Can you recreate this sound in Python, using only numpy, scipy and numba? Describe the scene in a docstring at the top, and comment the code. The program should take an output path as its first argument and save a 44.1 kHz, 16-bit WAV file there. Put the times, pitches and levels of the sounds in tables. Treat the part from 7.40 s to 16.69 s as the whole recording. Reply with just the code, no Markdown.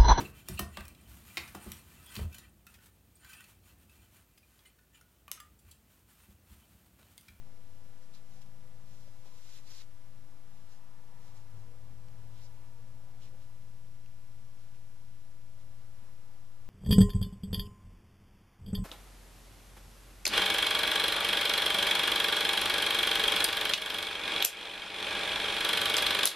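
"""A quiet room: an engine idles outside, street noise swells through the wall, a camera adds hiss and whine.
From 0.6 s a swivel knife and the hand that holds it scuff and tick over damp leather on a stone slab,
close by and loudest at 2.3 s. At 4.1 s the engine is throttled up, then creeps on as its hum settles.
Light strokes go on until 8.2 s; a last swell of traffic ends the scene."""
import sys
import numpy as np
from scipy import signal
from scipy.fft import rfft, irfft
from scipy.io import wavfile
from scipy.ndimage import map_coordinates
from numba import njit

SR = 44100
rng = np.random.default_rng(int(sys.argv[2]) if len(sys.argv) > 2 else 0)


def master(y):
    """Save y as 16-bit WAV."""
    cut = np.clip(np.atleast_2d(y).T, -1, 1)
    pcm = np.round(cut * 32767)  # scale
    wavfile.write(sys.argv[1], SR, pcm.astype(np.int16))


N = 409688
T = np.arange(N) / SR
FREQS = np.maximum(np.fft.rfftfreq(N, 1 / SR), 1)


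def scuffs(slips_per_s=5000, grain_db=0.5, judder_db=0.7, direct_share=0.56,
           rasp_width_hz=1400.0, rasp_sag=0.41, sink_octaves_per_s=4.0):
    """Leather fibres catch and slip by the thousand; each stroke swells and fades with hand speed."""
    # strokes of blade and hand: peak t/s, rise/s, hold/s, fall/s, level/dB, rasp f/Hz, rasp lift/dB
    strokes = [(0.627, 0.0088, 0, .03, -70, 5500, 10), (0.752, 0.027, 0, 0.04, -64.5, 4200, 7),
               (0.971, 0.089, 0, 0.062, -68.5, 6200, 3), (1.018, 0.0055, 0.0043, 0.0093, -66, 3500, 5),
               (1.52, .073, 0.0091, .27, -69.5, 5800, 2), (1.857, 0.0089, 0, 0.046, -70, 2000, 10),
               (2.07, 0.17, 0, .126, -64, 6400, 0), (2.16, 0.056, 0.0019, 0.042, -62, 3700, 4),
               (2.32, 0.059, 0.088, 0.031, -57.5, 5200, 5), (3.174, 0.12, 0, 0.082, -74, 3500, 4),
               (3.332, .06, 0, .056, -68.5, 5500, 3), (3.876, 0.085, 0.003, 0.046, -67.5, 6000, 0),
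               (3.961, 0.016, 0, .054, -67, 6500, 3), (4.208, 0.073, 0, 0.041, -75, 3500, 0),
               (4.985, 0.056, 0.0031, .03, -69.5, 3300, 12), (5.051, 0.036, 0.0022, 0.021, -63, 5700, 9),
               (5.832, 0.027, 0.022, 0.036, -64.5, 3200, 8), (6.023, .018, 0, .027, -71, 4000, 8),
               (7.203, 0.021, 0, 0.066, -73, 4500, 3), (7.355, .018, 0, 0.02, -74, 2590, 10),
               (8.201, 0.017, 0, 0.037, -74, 4200, 4)]
    # rubbed leather at the two microphones: f/Hz, left/dB, right/dB, right lag/rad
    leather = [(400, -22, -29, 1.5), (1010, -15, -8, 0.83), (1600, -11, -5, 1.4), (2470, -8, -4.5, 0.53),
               (3360, -7, -3, 0.26), (4000, -9.5, 0.3, 1.93), (5420, -0.5, -4, 1.9), (5700, -4, -4.5, 2.9),
               (6740, -1.5, -6, 5.15), (7950, -8, -8, 3.7), (9500, -20, -15, 6.7), (11900, -12.5, -13, 5.3),
               (14400, -22, -17, 5)]
    slips = (rng.random(N) < slips_per_s / SR) * undb(grain_db * np.minimum(rng.exponential(size=N), 5))
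    paths = unit(slips * rng.standard_normal((3, N))) + rng.standard_normal((3, N))
    # direct sound reaches both microphones, reflections differ
    friction = np.sqrt(direct_share) * paths[0] + np.sqrt(1 - direct_share) * paths[1:]
    hz, left_db, right_db, lag_rad = np.transpose(leather)
    friction[1] = irfft(rfft(friction[1]) * np.exp(-1j * np.interp(FREQS, hz, lag_rad)), N)
    rub = colour(friction, np.transpose([hz, left_db, right_db]))
    out = np.zeros((2, N))
    for peak_s, rise_s, hold_s, fall_s, db, rasp_hz, lift_db in strokes:
        span = slice(int((peak_s - 2 * rise_s) * SR), int((peak_s + hold_s + 2 * fall_s) * SR))
        age_s = T[span] - peak_s
        speed = np.exp(-(np.minimum(age_s, 0) / rise_s) ** 2
                       - (np.maximum(age_s - hold_s, 0) / fall_s) ** 2)
        # the rasp follows hand speed and sinks as a held stroke settles into the leather
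        centre_hz = rasp_hz * (1 - rasp_sag * (1 - speed))
        centre_hz *= 2 ** (-sink_octaves_per_s * np.clip(age_s, 0, hold_s))
        rasp = np.array([sweep(side, centre_hz, rasp_width_hz) for side in rub[:, span]])
        out[:, span] += undb(db) * speed * unit(rub[:, span] + (undb(lift_db) - 1) * rasp)
    return out * undb(judder_db * walk(70))


def ticks(size=4096):
    """Blade and fingers catch and let go: single slips and soft bumps, damped at once by the leather."""
    # catches: t/s, level/dB, f/Hz, width/Hz, decay/s, ringing share/0-1
    catches = [(0.749, -61, 4600, 5000, .004, 0), (1.061, -68, 4000, 6000, 0.005, 0),
               (1.677, -62, 526, 350, 0.008, 0.5), (1.858, -60.5, 557, 450, 0.014, 0),
               (4.685, -59, 3500, 5000, .0012, 0), (6.222, -67, 2803, 3000, .002, .3),
               (6.661, -57.5, 2630, 3500, 0.0018, 0.3), (7.346, -61.5, 2600, 2500, .003, .4),
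               (7.357, -65, 2700, 4000, .004, .1)]
    freqs = np.maximum(np.fft.rfftfreq(size, 1 / SR), 1)
    age_s = T[:size]
    out = np.zeros((2, N))
    for start_s, db, hz, width_hz, decay_s, ring_share in catches:
        crack = unit(irfft(rfft(rng.standard_normal(size)) * band(freqs, hz, width_hz) ** 2))
        ring = np.sqrt(2) * np.sin(2 * np.pi * hz * age_s)
        tick = np.sqrt(1 - ring_share) * crack + np.sqrt(ring_share) * ring
        start = int(start_s * SR)
        out[:, start:start + size] += undb(db) * tick * np.exp(-age_s / decay_s)
    return out * pan(db=-2)


def engine(idle_hz=11.27, sag_hz=0.1605, work_hz=14.11, creep_hz_per_s=0.0425, wobble=0.002,
           throttle_s=4.11, spin_up_s=0.078, load_lead_s=0.25, settle_s=3.2,
           idle_db=-64, work_db=-63, strain_db=7, boom_db=7, waver_db=1.2, flutter_db=1.4):
    """Uneven firings give lines at multiples of the cycle rate; their balance shifts with speed."""
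    # engine lines: multiple of cycle rate, slow level/dB, fast level/dB, left minus right/dB
    orders = [(5, -34.5, -7.5, 17), (7, -20, -21, 11), (8, -14.5, -2.5, 16), (9, -12, -6.5, -13),
              (10, -18.5, -27, 19), (11, -4, -14, 15.5), (12, -24, -24, -5), (13, -18, -30, 9),
              (16, -10.5, -29, -6)]
    # swells and dips of the whole hum and of its top line: t/s, half length/s, change/dB
    hum_swells = [(0.0, 0.1, 5.5), (0.55, 0.26, -1.5), (1.47, 0.26, 4.5), (2.146, 0.35, -3),
                  (4.17, 0.04, 3), (4.34, 0.044, -2.5), (4.85, 0.32, 1), (6.25, 0.17, 2.5),
                  (6.9, 0.6, -1.5)]
    top_line_swells = [(0.75, 0.57, 4), (1.95, 0.32, -14), (3.45, 0.28, 4), (4.15, 0.2, -15)]
    fast = ramp(throttle_s, spin_up_s)
    since_s = np.maximum(T - throttle_s, 0)
    slow_hz = (idle_hz - sag_hz * bell(peak_s=3.15, half_s=0.703)) * (1 + wobble * walk(1.46))
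    cycle_hz = (1 - fast) * slow_hz + fast * (work_hz + creep_hz_per_s * since_s)
    cycles = np.cumsum(cycle_hz * (1 + wobble * walk(5))) / SR
    load = ramp(throttle_s - load_lead_s, spin_up_s)
    loaded_db = work_db + strain_db * np.exp(-since_s / settle_s)
    hum_db = (1 - load) * idle_db + load * loaded_db + changes(hum_swells)
    out = 0
    for order, slow_db, fast_db, pan_db in orders:
        line = np.sqrt(2) * np.sin(2 * np.pi * (order * cycles + rng.random()))
        line_db = slow_db + fast * (fast_db - slow_db) + waver_db * walk(2.99)
        # a line booms as it sweeps through a room mode
        line_db += boom_db * np.abs(band(order * cycle_hz, hz=105, width_hz=8)) ** 2
        if order == orders[-1][0]:
            line_db += changes(top_line_swells)
        out += line * undb(line_db) * pan(pan_db)
    return out * undb(hum_db + flutter_db * walk(6))


def drone(rest_hz=93.4, sag_hz=12.5, waver_db=2, trim_db=-1):
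    """A farther motor sags in pitch and recovers; only one low line comes through the wall."""
    # motor hum: peak t/s, half length/s, level/dB
    hum_swells = [(0.35, 0.22, -61.5), (1.55, 0.4, -71), (2.8, 1.2, -70.5), (8, 3.1, -73.5)]
    hz = rest_hz - sag_hz * bell(peak_s=2.15, half_s=1.7)
    line = unit(np.sin(2 * np.pi * np.cumsum(hz) / SR))
    return line * swells(hum_swells) * undb(trim_db + waver_db * walk(2.85))


def street(far_rumble_db=-82, far_tyre_db=-80.5, reflected=0.57, flutter_db=1):
    """Road rumble and tyre hiss swell over steady distant traffic, muffled by wall and window."""
    # traffic swells: peak t/s, half length/s, rumble/dB, tyre hiss/dB
    traffic = [(0.0, 0.77, -69.5, -90), (1.08, 0.86, -72.5, -78.5), (2.7, 1, -74.5, -78),
               (3.7, 0.76, -91, -70.5), (4.38, 0.85, -68.5, -76), (5.1, 0.67, -73.5, -74.5),
               (5.8, 0.45, -69.5, -78), (8.9, 0.92, -76.5, -75)]
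    # wall and window resonances: f/Hz, width/Hz, level/dB
    rumble_modes = [(238, 42, 1), (490, 130, -1), (690, 140, -9.5)]
    tyre_modes = [(787, 92, 1), (906, 110, -1), (1060, 130, -2.5), (1250, 140, -7), (1800, 300, -7.5)]
    rumble_gain, tyre_gain = swells(traffic)
    noise = diffuse(likeness=0.34, corner_hz=1450)
    rumble = resonate(noise + reflected * room(noise), rumble_modes)
    noise = diffuse(likeness=0.47, corner_hz=2000)
    tyres = resonate(noise + reflected * room(noise), tyre_modes)
    rumble *= np.hypot(rumble_gain, undb(far_rumble_db)) * undb(flutter_db * walk(9))
    tyres *= np.hypot(tyre_gain, undb(far_tyre_db)) * undb(flutter_db * walk(9))
    return rumble * pan(db=5) + tyres * pan(db=3)


def rushes():
    """Brief hollow swells of street noise, each with its own pitch."""
    # noise bands: peak t/s, half length/s, f/Hz, width/Hz, level/dB
    bands = [(0.95, 0.23, 770, 50, -75), (1.87, 0.076, 500, 110, -74), (4.35, 0.18, 400, 160, -76),
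             (5.28, 0.09, 980, 90, -74), (5.73, 0.15, 760, 140, -72.5), (8.3, 0.4, 560, 140, -76.5)]
    noise = diffuse(likeness=0.32, corner_hz=1480)
    out = 0
    for peak_s, half_s, hz, width_hz, db in bands:
        out += resonate(noise, [(hz, width_hz, 0)]) * bell(peak_s, half_s) * undb(db)
    return out * pan(db=3)


def far_tones(blur_hz=12, echo_gain=0.5):
    """Faint tones drift in from outside, most of them gliding; echoes blur each a little."""
    # tones: peak t/s, half length/s, f/Hz, glide/(Hz/s), level/dB
    tones = [(0.413, 0.3, 148.3, -2.5, -70), (1.45, 0.5, 567.6, 0, -78.5),
             (2.117, 0.42, 134.7, 13.5, -70.5), (2.85, 0.25, 295, 45.5, -75)]
    out = 0
    for peak_s, half_s, hz, glide_hz_per_s, db in tones:
        phase = 2 * np.pi * np.cumsum(hz + glide_hz_per_s * (T - peak_s)) / SR
        echoes = np.array([blurred(phase, blur_hz) for _ in range(2)])
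        out += unit(np.sin(phase) + echo_gain * echoes) * bell(peak_s, half_s) * undb(db)
    return out * pan(db=3)


def whirr(tone_blur_hz=20, octave_blur_hz=130, spread=0.59, trim_db=-1):
    """A distant machine's tone blurs into a narrow band on its way in, its octave into a soft rush."""
    # pitch, set by machine speed: t/s, f/Hz
    pitch = [(0, 480), (0.8, 502), (1.6, 503), (2.3, 490), (4.3, 468), (5.3, 469.5), (6.6, 492.6)]
    # whirr swells: peak t/s, half length/s, tone/dB, octave/dB
    whirr_swells = [(0.95, 0.75, -76.5, -98), (1.9, 0.15, -74, -75.5), (3.7, 0.39, -79.5, -74.5),
                    (4.33, 0.12, -73, -91), (5.2, 0.4, -76.5, -74.5), (6.4, 0.75, -82.5, -87)]
    phase = 2 * np.pi * np.cumsum(np.interp(T, *np.transpose(pitch))) / SR
    tone_gain, octave_gain = swells(whirr_swells)
    out = 0
    for multiple, gain, blur_hz in (1, tone_gain, tone_blur_hz), (2, octave_gain, octave_blur_hz):
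        mid = blurred(multiple * phase, blur_hz)
        side = spread * blurred(multiple * phase, blur_hz)
        out += gain * np.array([mid + side, mid - side])
    return out * undb(trim_db) * pan(db=3)


def throb(rate_hz=2.98, crest_s=7.25, centre_hz=250, width_hz=130, crest_db=-75):
    """A faint low whoosh three times a second, as from the blades of a slow fan."""
    swing = (1 + np.cos(2 * np.pi * rate_hz * (T - crest_s))) / 2
    whoosh = resonate(diffuse(likeness=0.16, corner_hz=1000), [(centre_hz, width_hz, 0)])
    return whoosh * swing * undb(crest_db) * pan(db=3)


def air(drift_db=0.35):
    """Steady room noise under smooth microphone hiss."""
    # noise density in a 1 Hz band: f/Hz, left/dB, right/dB
    density = [(19.3, -81.5, -91), (53.6, -86.5, -97.5), (103, -83.5, -86), (189, -90.5, -95),
               (290, -96.5, -99), (674, -101, -102.5), (950, -100, -101), (1310, -103.3, -103.3),
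               (2340, -106.2, -106), (4200, -109, -108.7), (6500, -110.6, -111), (9200, -112.2, -112.2),
               (12760, -113.3, -113.3), (13800, -119, -119)]
    noise = diffuse(likeness=0.21, corner_hz=2720) * np.sqrt(SR / 2)
    return colour(noise, density) * undb(drift_db * walk(1.973))


def whine(frame_hz=29.97, steady_hz=7866.5, steady_db=-93.5):
    """Camera electronics: two thin tones restart with every frame, a third holds."""
    # gated tones: f/Hz, level/dB, share of frame/0-1
    tones = [(5465, -85.5, 0.55), (3043, -92.5, 0.54)]
    age_s = T % (1 / frame_hz)
    out = undb(steady_db) * unit(np.sin(2 * np.pi * steady_hz * T))
    for hz, db, share in tones:
        gate = np.sqrt(np.abs(np.sin(np.pi * np.minimum(age_s * frame_hz / share, 1))))
        out += undb(db) * unit(gate * np.sin(2 * np.pi * hz * age_s))
    return out


def room(x, decay_s=0.05):
    """Dense reflections comb the spectrum into fine peaks and dips."""
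    age_s = T[:SR // 4]
    reflections = rng.standard_normal((1, len(age_s))) * np.exp(-age_s / decay_s)
    return unit(signal.fftconvolve(x, reflections)[:, :N])


def diffuse(likeness, corner_hz):
    """Stereo white noise, partly alike on both sides below the corner."""
    shared = likeness / (1 + (FREQS / corner_hz) ** 2)
    noise = rfft(rng.standard_normal((3, N)))
    return irfft(np.sqrt(shared) * noise[0] + np.sqrt(1 - shared) * noise[1:], N)


def blurred(phase, blur_hz):
    """A tone whose amplitude and phase wander."""
    return walk(blur_hz) * np.cos(phase) + walk(blur_hz) * np.sin(phase)


def colour(x, table):
    """Filter by a spectrum of (f/Hz, left/dB, right/dB) rows."""
    hz, *sides = np.transpose(table)
    gains = undb([np.interp(np.log(FREQS), np.log(hz), db) for db in sides])
    return irfft(rfft(x) * gains, N)


def band(freqs, hz, width_hz):
    """Response of one resonance, gain 1 at its centre."""
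    return 1 / (1 + 1j * (freqs ** 2 - hz ** 2) / (freqs * width_hz))


def resonate(x, modes):
    """Filter by (f/Hz, width/Hz, level/dB) resonances that add in power; output rms 1."""
    power = sum(np.abs(undb(db) * band(FREQS, hz, width_hz)) ** 2 for hz, width_hz, db in modes)
    return unit(irfft(rfft(x) * np.sqrt(power), N))


@njit
def sweep(x, hz, width_hz):
    """State-variable resonance with a moving centre, gain 1 there."""
    out = np.empty(len(x))
    band_state, low_state = 0., 0.
    for i in range(len(x)):
        tuning = np.tan(np.pi * hz[i] / SR)
        damping = width_hz / hz[i]
        bandpass = (band_state + tuning * (x[i] - low_state)) / (1 + tuning * (tuning + damping))
        band_state = 2 * bandpass - band_state
        low_state += 2 * tuning * bandpass
        out[i] = damping * bandpass
    return out


def walk(rate_hz):
    """Smooth random wander, rms 1."""
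    knots = rng.standard_normal(int(N / SR * rate_hz) + 4)
    return unit(map_coordinates(knots, [T * rate_hz], order=2, mode="nearest"))


def bell(peak_s, half_s):
    """Gaussian rise to 1 and fall."""
    return np.exp(-((T - peak_s) / half_s) ** 2)


def ramp(mid_s, rise_s):
    """Smooth step from 0 to 1."""
    return (1 + np.tanh((T - mid_s) / (2 * rise_s))) / 2


def swells(table):
    """Gain over time per level column of (t/s, half length/s, level/dB, ...) rows, added in power."""
    power = sum((undb(dbs)[:, None] * bell(peak_s, half_s)) ** 2 for peak_s, half_s, *dbs in table)
    return np.sqrt(power)


def changes(table):
    """Level change in dB over time from (t/s, half length/s, change/dB) rows."""
    return sum(db * bell(peak_s, half_s) for peak_s, half_s, db in table)


def pan(db):
    """Stereo gains, mean 1, for a left minus right level."""
    gains = undb([[db / 2], [-db / 2]])
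    return gains / gains.mean(axis=0)


def undb(db):
    """Decibels to gain."""
    return 10 ** (np.asarray(db) / 20)


def unit(x):
    """Scale to rms 1."""
    return x / np.sqrt(np.mean(x ** 2))


def scene():
    """Knife work in front, street and room behind."""
    knife = scuffs() + ticks()
    outside = engine() + drone() + street() + rushes() + far_tones() + whirr()
    return knife + outside + throb() + air() + whine()


def record(dry, top_hz=14600):
    """The camera cuts the top; its converter rests slightly off zero."""
    # converter offset: left/full scale, right/full scale
    offset = [0.0176, 0.0062]
    top_cut = signal.ellip(10, .2, 70, top_hz, fs=SR, output="sos")
    return signal.sosfilt(top_cut, dry) + np.array(offset)[:, None]


dry = scene()
out = record(dry)
master(out)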